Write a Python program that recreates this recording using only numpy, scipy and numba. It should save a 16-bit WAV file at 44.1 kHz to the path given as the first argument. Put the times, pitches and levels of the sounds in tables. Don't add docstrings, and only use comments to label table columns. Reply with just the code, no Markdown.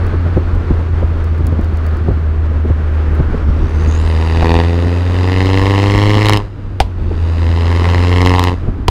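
import sys
import numpy as np
from scipy import signal
from scipy.fft import rfft, irfft
from scipy.io import wavfile
from numba import njit

SR = 44100
rng = np.random.default_rng(int(sys.argv[2]) if len(sys.argv) > 2 else 0)


def digitize_waveform(pressure):
    field = np.atleast_2d(pressure).T
    bounded = np.clip(field, -1, 1)
    quanta = np.round(bounded * 32767).astype(np.int16)
    wavfile.write(sys.argv[1], SR, quanta)


N = 392481
TIME = np.arange(N) / SR

# (time [s], boost approached re full [dB], drone approached [dB])
BOOST_AND_DRONE = [(0, -42, -13.5), (2.1, -55, -12.5), (3.33, -4.5, -11), (4.6, -14.5, -12),
                   (4.97, -16, -12.5), (5.06, 0.5, -11), (6.359, -49, -35), (6.5, -44.5, -19),
                   (6.92, -2.5, -10), (8.49, -49, -25)]
FALL_S = 0.084


def from_db(db):
    return 10 ** (np.asarray(db) / 20)


def rms_one(x):
    return x / np.sqrt(np.mean(x ** 2) + 1e-20)


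def in_time(rows):
    s, *columns = np.transpose(rows)
    values = [np.interp(TIME, s, c) for c in columns]
    return values[0] if len(values) == 1 else values


def drift(rate_hz):
    r = np.exp(-80 * np.pi * rate_hz / SR)
    noise = rng.standard_normal(N // 40 + 2002)
    slow = signal.lfilter([1], [1, -2 * r, r * r], noise)[2000:]
    return np.interp(np.arange(N) / 40, np.arange(len(slow)), rms_one(slow))


def colour(x, spectrum, size=8192):
    hz, db = np.transpose(spectrum)
    grid_hz = np.maximum(np.arange(size // 2 + 1) * SR / size, 1)
    gain = from_db(np.interp(np.log(grid_hz), np.log(hz), db))
    cepstrum = irfft(np.log(gain))
    cepstrum[1:size // 2] *= 2
    cepstrum[size // 2 + 1:] = 0
    response = irfft(np.exp(rfft(cepstrum)))
    return signal.oaconvolve(x, response / np.sqrt(np.sum(response ** 2)))[:N]


def low_pass(order, hz):
    return signal.butter(order, hz, fs=SR, output="sos")


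def clicks(rows):
    s, db = np.transpose(rows)
    index = np.clip(np.round(s * SR).astype(int), 0, N - 1)
    return np.bincount(index, from_db(db), N)


def die_away(x, decay_s):
    return signal.lfilter([1], [1, -np.exp(-1 / (decay_s * SR))], x + 1e-18)


def ring(x, hz, t60_s):
    r = from_db(-60 / (t60_s * SR))
    w = 2 * np.pi * hz / SR
    return signal.lfilter([0, np.sin(w)], [1, -2 * r * np.cos(w), r * r], x + 1e-18)


@njit
def resonate(x, hz, width_hz):
    r = np.exp(-np.pi * width_hz / SR)
    out = np.zeros(len(x))
    for i in range(2, len(x)):
        feedback = 2 * r * np.cos(2 * np.pi * hz[i] / SR) * out[i - 1] - r * r * out[i - 2]
        out[i] = (1 - r * r) / 2 * (x[i] - x[i - 2]) + feedback
    return out


def resonate_twice(x, hz, width_hz):
    return resonate(resonate(x, hz, width_hz), hz, width_hz)


def settle(moves, rise_s, fall_s):
    level = np.full(N, float(moves[0][1]))
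    for s, goal in moves[1:]:
        start = min(int(s * SR), N - 1)
        lag_s = rise_s if goal > level[start] else fall_s
        level[start:] = goal + (level[start] - goal) * np.exp(-TIME[:N - start] / lag_s)
    return level


def swells(rows):
    s, length_s, *heights = np.transpose(rows)
    humps = 1 / (1 + (2 * (TIME - s[:, None]) / length_s[:, None]) ** 8)
    return np.array(heights) @ humps


def air_stream(lumpy_db):
    # (middle [s], length [s], change [dB])
    gusts = [(.45, 1, 5.5), (1.5, 0.2, 8.5), (2.1, 0.38, 3), (2.68, 0.39, 1), (3.48, 0.89, 5.5),
             (4.85, 0.36, -10), (6.6, 0.54, -2.5), (7.08, 0.21, 4.5), (8.78, .3, 4)]
    # (frequency [Hz], relative density [dB])
    wind_colour = [(10, -15.5), (25, 2.5), (50, 1), (100, -6.5), (170, -14.5), (330, -16.5), (550, -34.5),
                   (1000, -38.5), (4000, -87.5)]
    level_db = -22.5 + swells(gusts)[0] + lumpy_db * drift(13.4)
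    return colour(rng.standard_normal(N) * from_db(level_db), wind_colour)


def buffets(eddy_s):
    # (time [s], relative level [dB])
    eddy_hits = [(0.137, -10), (0.262, -13), (0.373, -5.5), (0.711, -10), (1.031, -8.5), (1.408, -14.5),
                 (1.526, -13), (1.593, -15), (2.086, -7.5), (2.112, -13), (2.655, -10.5), (2.708, -12),
                 (3.203, -8), (3.346, -13), (3.615, -13.5), (4.838, -19), (4.862, -14), (5.952, -12),
                 (6.165, -12.5), (7.115, -15), (8.686, -12.5)]
    # (frequency [Hz], relative density [dB])
    buffet_colour = [(20, -8.5), (70, 10.5), (180, 1), (350, -2.5), (600, -12), (1100, -24), (4000, -75)]
    eddies = sum(from_db(db) * np.exp(-np.abs(TIME - s) / eddy_s) for s, db in eddy_hits)
    return from_db(3) * colour(eddies * rng.standard_normal(N), buffet_colour)


def tyre_roar(patchy_db):
    # (time [s], mean level [dB])
    road_level = [(0, -28), (2.3, -30), (3.2, -27.5), (4.4, -28), (6.35, -24.5), (6.48, -39.5),
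                  (6.95, -35.5), (7.9, -23), (8.6, -33), (8.9, -36)]
    # (frequency [Hz], relative density [dB])
    road_colour = [(100, 3), (400, 9.5), (750, -0.5), (1250, 0.3), (2000, -8), (3000, -15.5), (4500, -24),
                   (6500, -31.5), (10000, -41.5), (15000, -46.5)]
    roar = colour(rng.standard_normal(N), road_colour)
    return roar * from_db(in_time(road_level) + patchy_db * drift(12))


def tread_song(hz, width_hz, wander):
    # (time [s], mean level [dB])
    tread_level = [(0, -35), (.4, -41), (1.2, -46.5), (1.9, -37), (2.5, -50), (3.1, -40), (3.9, -42),
                   (6.5, -60)]
    moving_hz = hz * (1 + wander * drift(2.8))
    song = rms_one(resonate_twice(rng.standard_normal(N), moving_hz, width_hz))
    return from_db(in_time(tread_level) + 0.79 * drift(4)) * song


def grit():
    # (time [s], relative level [dB])
    grit_hits = [(0.066, -40), (0.5506, -49), (1.2424, -41), (1.3658, -53), (1.381, -47), (1.4681, -28.5),
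                 (1.6122, -43), (1.645, -44), (1.735, -48), (1.7714, -41), (1.8653, -37.5), (1.9694, -44),
                 (3.1516, -45)]
    # (frequency [Hz], relative density [dB])
    grit_colour = [(1000, -43), (3000, -11), (4700, 4), (7000, -2), (10000, -1.5), (13000, -7.5),
                   (16000, 0)]
    bursts = die_away(clicks(grit_hits), decay_s=0.0019) * rng.standard_normal(N)
    return from_db(4) * colour(bursts, grit_colour)


def tailpipe(x, heat):
    # (delay [s], share [ratio])
    pipe_echoes = [(.00102, .66), (.00204, .08), (.0029, .12)]
    # (frequency [Hz], width [Hz], lift [dB])
    tip_modes = [(2620, 110, 4), (3270, 270, 3), (4270, 180, 7), (5145, 180, 8.5), (6900, 320, 3),
                 (9700, 500, 2.5)]
    held = signal.sosfiltfilt(low_pass(2, 4800), x)
    out = x + sum(share * np.interp(TIME - delay_s / heat, TIME, held) for delay_s, share in pipe_echoes)
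    for hz, width_hz, lift_db in tip_modes:
        out = out + (from_db(lift_db) - 1) * resonate(out, hz * heat, width_hz)
    return out


def firing_throb(cycles, depth):
    return 1 + depth * np.cos(2 * np.pi * (cycles - .15))


def whistle(curve, cycles, throb, width_share):
    hz, db = in_time(curve)
    width_hz = width_share * hz.mean()
    hz = hz * (1 + .022 * drift(30))
    tone = rms_one(resonate_twice(rng.standard_normal(N), hz, width_hz))
    return firing_throb(cycles, throb) * from_db(db + 3 * drift(60)) * tone


def turbo(cycles, heat, rush_db, throb):
    # (frequency [Hz], relative density [dB])
    rush_colour = [(1400, -11), (1950, 2), (2800, 0.5), (4000, -2.5), (5000, -6.5), (5700, -10.5),
                   (6500, -11), (8300, -14), (9700, -20), (11000, -23), (15000, -31.5)]
    # (time [s], mean pitch [Hz], mean level [dB])
    spool = [(0, 4340, -57), (.5, 4160, -63), (1.0, 4320, -65), (2.1, 4290, -60), (2.5, 4160, -70.5),
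             (3.2, 4400, -68), (3.76, 6200, -57), (3.94, 6830, -41.5), (4.03, 7350, -54), (4.09, 8670, -58),
             (4.2, 9200, -87)]
    # (time [s], mean pitch [Hz], mean level [dB])
    overtone = [(3.5, 8750, -91), (3.72, 8900, -67), (3.9, 9200, -59), (4.1, 9500, -60), (4.35, 9540, -64),
                (5.0, 9500, -73), (5.4, 10360, -66), (6.3, 10750, -92)]
    hiss = tailpipe(colour(rng.standard_normal(N), rush_colour), heat)
    rush = firing_throb(cycles, throb) * from_db(rush_db) * hiss
    main = whistle(spool, cycles, throb=0.68, width_share=0.11)
    upper = whistle(overtone, cycles, throb=0.89, width_share=0.091)
    return rush + main + upper


def drone(cycles, waver_db, lag_cycles):
    # (multiple of firing rate [ratio], relative level [dB])
    drone_orders = [(1, 2), (2, -23), (3, -26.5)]
    # (middle [s], length [s], loss [dB])
    sags = [(.52, 0.33, 3), (3.36, 0.15, 7), (3.7, 0.082, 6.5), (8.48, 0.23, 2.5)]
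    phase = 2 * np.pi * (cycles - lag_cycles)
    wave = sum(from_db(db) * np.sin(round(k) * phase) for k, db in drone_orders)
    goals = [(s, db) for s, _, db in BOOST_AND_DRONE]
    level_db = settle(goals, rise_s=0.26, fall_s=FALL_S) - swells(sags)[0]
    return rms_one(wave) * from_db(level_db + waver_db * drift(6.2))


def cracks(heat):
    # (time [s], relative level [dB])
    crack_hits = [(4.5418, -26), (6.2572, -8), (6.2672, -12), (6.2858, -8), (6.2955, -1.5), (6.3245, -13),
                  (6.3342, -6.5), (6.3728, -8), (8.2168, -15), (8.2612, -13.5), (8.2945, -13),
                  (8.3500, -19.5), (8.3946, -6.5), (8.4392, -5)]
    # (frequency [Hz], relative density [dB])
    crack_colour = [(300, -6), (950, 7.5), (2000, 0), (3300, 1.5), (5000, -7.5), (6500, -11), (9000, -17.5),
                    (12000, -16.5), (16000, -33)]
    burst = die_away(clicks(crack_hits), decay_s=.001) * rng.standard_normal(N)
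    return from_db(1.5) * tailpipe(colour(burst, crack_colour), heat)


def backfire(s, db, burn_s, top_hz):
    # (frequency [Hz], relative level [dB])
    bang_modes = [(770, -0.5), (930, -6.5)]
    # (frequency [Hz], relative density [dB])
    bang_colour = [(60, -17), (250, -14), (420, 2.5), (560, 1.5), (760, 2), (980, 4), (1250, -18),
                   (1700, -13), (3400, -10.5), (5000, -16), (6000, -25.5), (10000, -30.5), (16000, -44)]
    shot = clicks([(s, db)])
    flame = die_away(shot, burn_s) + from_db(-26) * die_away(shot, decay_s=0.044)
    blast = from_db(-5) * flame * rng.standard_normal(N) + from_db(13.5) * shot
    report = signal.sosfilt(low_pass(2, top_hz), colour(blast, bang_colour))
    t60_s = np.log(1000) * burn_s
    pipe = sum(from_db(mode_db) * ring(shot, hz, t60_s) for hz, mode_db in bang_modes)
    late_shot = clicks([(s + 0.00463, db)])
    heave = from_db(2) * ring(late_shot, hz=67, t60_s=0.053)
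    return report - pipe - heave


def firings(cycles, chance, uneven, scatter_db, jitter_s):
    # (strength, before scaling by uneven [dB])
    cylinders = [4, 2, -5.5, 3.5]
    s = TIME[np.flatnonzero(np.diff(np.floor(cycles)))]
    burn, delay = chance[:len(s)].T
    db = uneven * np.resize(cylinders, len(s)) + scatter_db * burn
    return rms_one(clicks(np.transpose([s + jitter_s * delay, db])))


def bark_pulses(cycles, heat, chance, spit):
    # (frequency [Hz], width [Hz])
    bark_modes = [(800, 300), (1060, 240)]
    bark = firings(cycles, chance, uneven=.4, scatter_db=.8, jitter_s=.00013) + from_db(-7) * spit
    for hz, width_hz in bark_modes:
        bark = resonate(bark, hz * heat, width_hz)
    return rms_one(signal.sosfiltfilt(low_pass(4, 1350), bark))


def snarl_pulses(cycles, heat, chance):
    pulses = firings(cycles, chance, uneven=.5, scatter_db=3, jitter_s=.0001)
    return rms_one(resonate_twice(pulses, 2760 * heat, 680))


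def exhaust(cycles, heat, blow_db, bark_db, rasp_db):
    # (frequency [Hz], relative density [dB])
    blow_colour = [(60, -27), (160, 3.5), (215, -3.5), (285, 6), (350, 0), (480, 2.5), (620, -10),
                   (760, -10.5), (1400, -36), (5000, -53), (16000, -73.5)]
    # (frequency [Hz], relative density [dB])
    rasp_colour = [(500, -37.5), (1100, -18), (1480, -4.5), (1760, 2), (2150, 2), (2750, -6.5), (3300, -7),
                   (4000, -10), (5200, -16), (6200, -21.5), (9000, -30), (15000, -37.5)]
    chance, bark_chance, snarl_chance = rng.standard_normal((3, 1200, 2))
    blows = firings(cycles, chance, uneven=.55, scatter_db=.7, jitter_s=.00008)
    fronts = firings(cycles, chance, uneven=.85, scatter_db=1.4, jitter_s=.00006)
    puffs = die_away(fronts, decay_s=.0007) + from_db(-17) * die_away(fronts, decay_s=.005)
    spit = rms_one(puffs * rng.standard_normal(N))
    blow = colour(-blows, blow_colour)
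    bark = bark_pulses(cycles, heat, bark_chance, spit)
    rasp = rms_one(tailpipe(colour(from_db(-4.5) * spit + fronts, rasp_colour), heat))
    rasp = rasp + from_db(-9) * snarl_pulses(cycles, heat, snarl_chance)
    return from_db(blow_db) * blow + from_db(bark_db) * bark + from_db(rasp_db) * rasp


def under_load(boost_db, full_db, slope):
    return full_db + slope * boost_db


def scene():
    # (time [s], firing rate [1/s])
    firing_rate = [(0.0, 86.92), (0.74, 83.12), (2.15, 78.3), (3.43, 76.11), (4.3, 81.25), (5.08, 88.66),
                   (6.24, 105.78), (6.72, 96.8), (7.08, 82.07), (7.52, 83.84), (8.3, 90.59), (8.9, 86.17)]
    # (time [s], factor on pipe resonances [ratio])
    gas_heat = [(3.45, .88), (4.05, .97), (4.3, .945), (4.52, .905), (4.8, .96), (5.1, .945), (5.55, 1.003),
                (5.78, .99), (6.0, 1.05), (6.35, 1.01), (7.0, .89), (7.35, .96), (7.72, 1.0), (7.9, .985),
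                (8.15, 1.025), (8.6, .955)]
    # (middle [s], length [s], change of blow [dB], of bark [dB], of rasp [dB])
    exhaust_changes = [(4.15, 0.26, 0, 0.5, 0), (4.52, 0.19, 7, 6.5, 3.5), (4.81, 0.3, 6.5, -6, 0.5),
                       (5.45, 0.3, 1, -0.5, 1.5), (6.0, 0.47, -1, -1.5, -0.5), (6.3, 0.16, -1.5, 0, 1.5),
                       (6.405, 0.044, 6, 9, 0), (7.85, 0.43, -2, 2, 1.7), (8.26, 0.16, 3, 5.5, 4),
                       (8.43, .18, -1, 5, 1), (8.53, 0.048, 11, 9, 5)]
    # (time [s], relative level [dB], burn time constant [s], report low-pass [Hz])
    backfires = [(4.4267, -0.5, 0.0017, 2000), (6.8022, 2, 0.0059, 19000), (8.882, 2, 0.0034, 19000)]
    boost_db = settle([(s, db) for s, db, _ in BOOST_AND_DRONE], rise_s=0.45, fall_s=FALL_S)
    blow_change_db, bark_change_db, rasp_change_db = swells(exhaust_changes)
    blow_db = under_load(boost_db, full_db=-15, slope=0.84) + blow_change_db
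    bark_db = under_load(boost_db, full_db=-20, slope=0.98) + bark_change_db
    rasp_db = under_load(boost_db, full_db=-23, slope=0.91) + rasp_change_db
    rush_db = under_load(boost_db, full_db=-33.5, slope=0.63)
    heat = in_time(gas_heat)
    cycles = np.cumsum(in_time(firing_rate)) / SR + .11

    wind = air_stream(lumpy_db=2.5) + buffets(eddy_s=0.0075)
    tyres = tyre_roar(patchy_db=1) + tread_song(hz=1363, width_hz=670, wander=0.074) + grit()
    hiss = turbo(cycles, heat, rush_db, throb=0.38)
    boom = drone(cycles, waver_db=0.4, lag_cycles=0.097)
    bangs = cracks(heat) + sum(backfire(*row) for row in backfires)
    pulses = exhaust(cycles, heat, blow_db, bark_db, rasp_db)
    return (wind + tyres + hiss + boom + bangs + pulses)[None]


def record(dry):
    clipped = np.clip(dry, -1, 1)
    return signal.sosfilt(signal.ellip(10, .1, 80, 15700, fs=SR, output="sos"), clipped)


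dry = scene()
out = record(dry)
digitize_waveform(out)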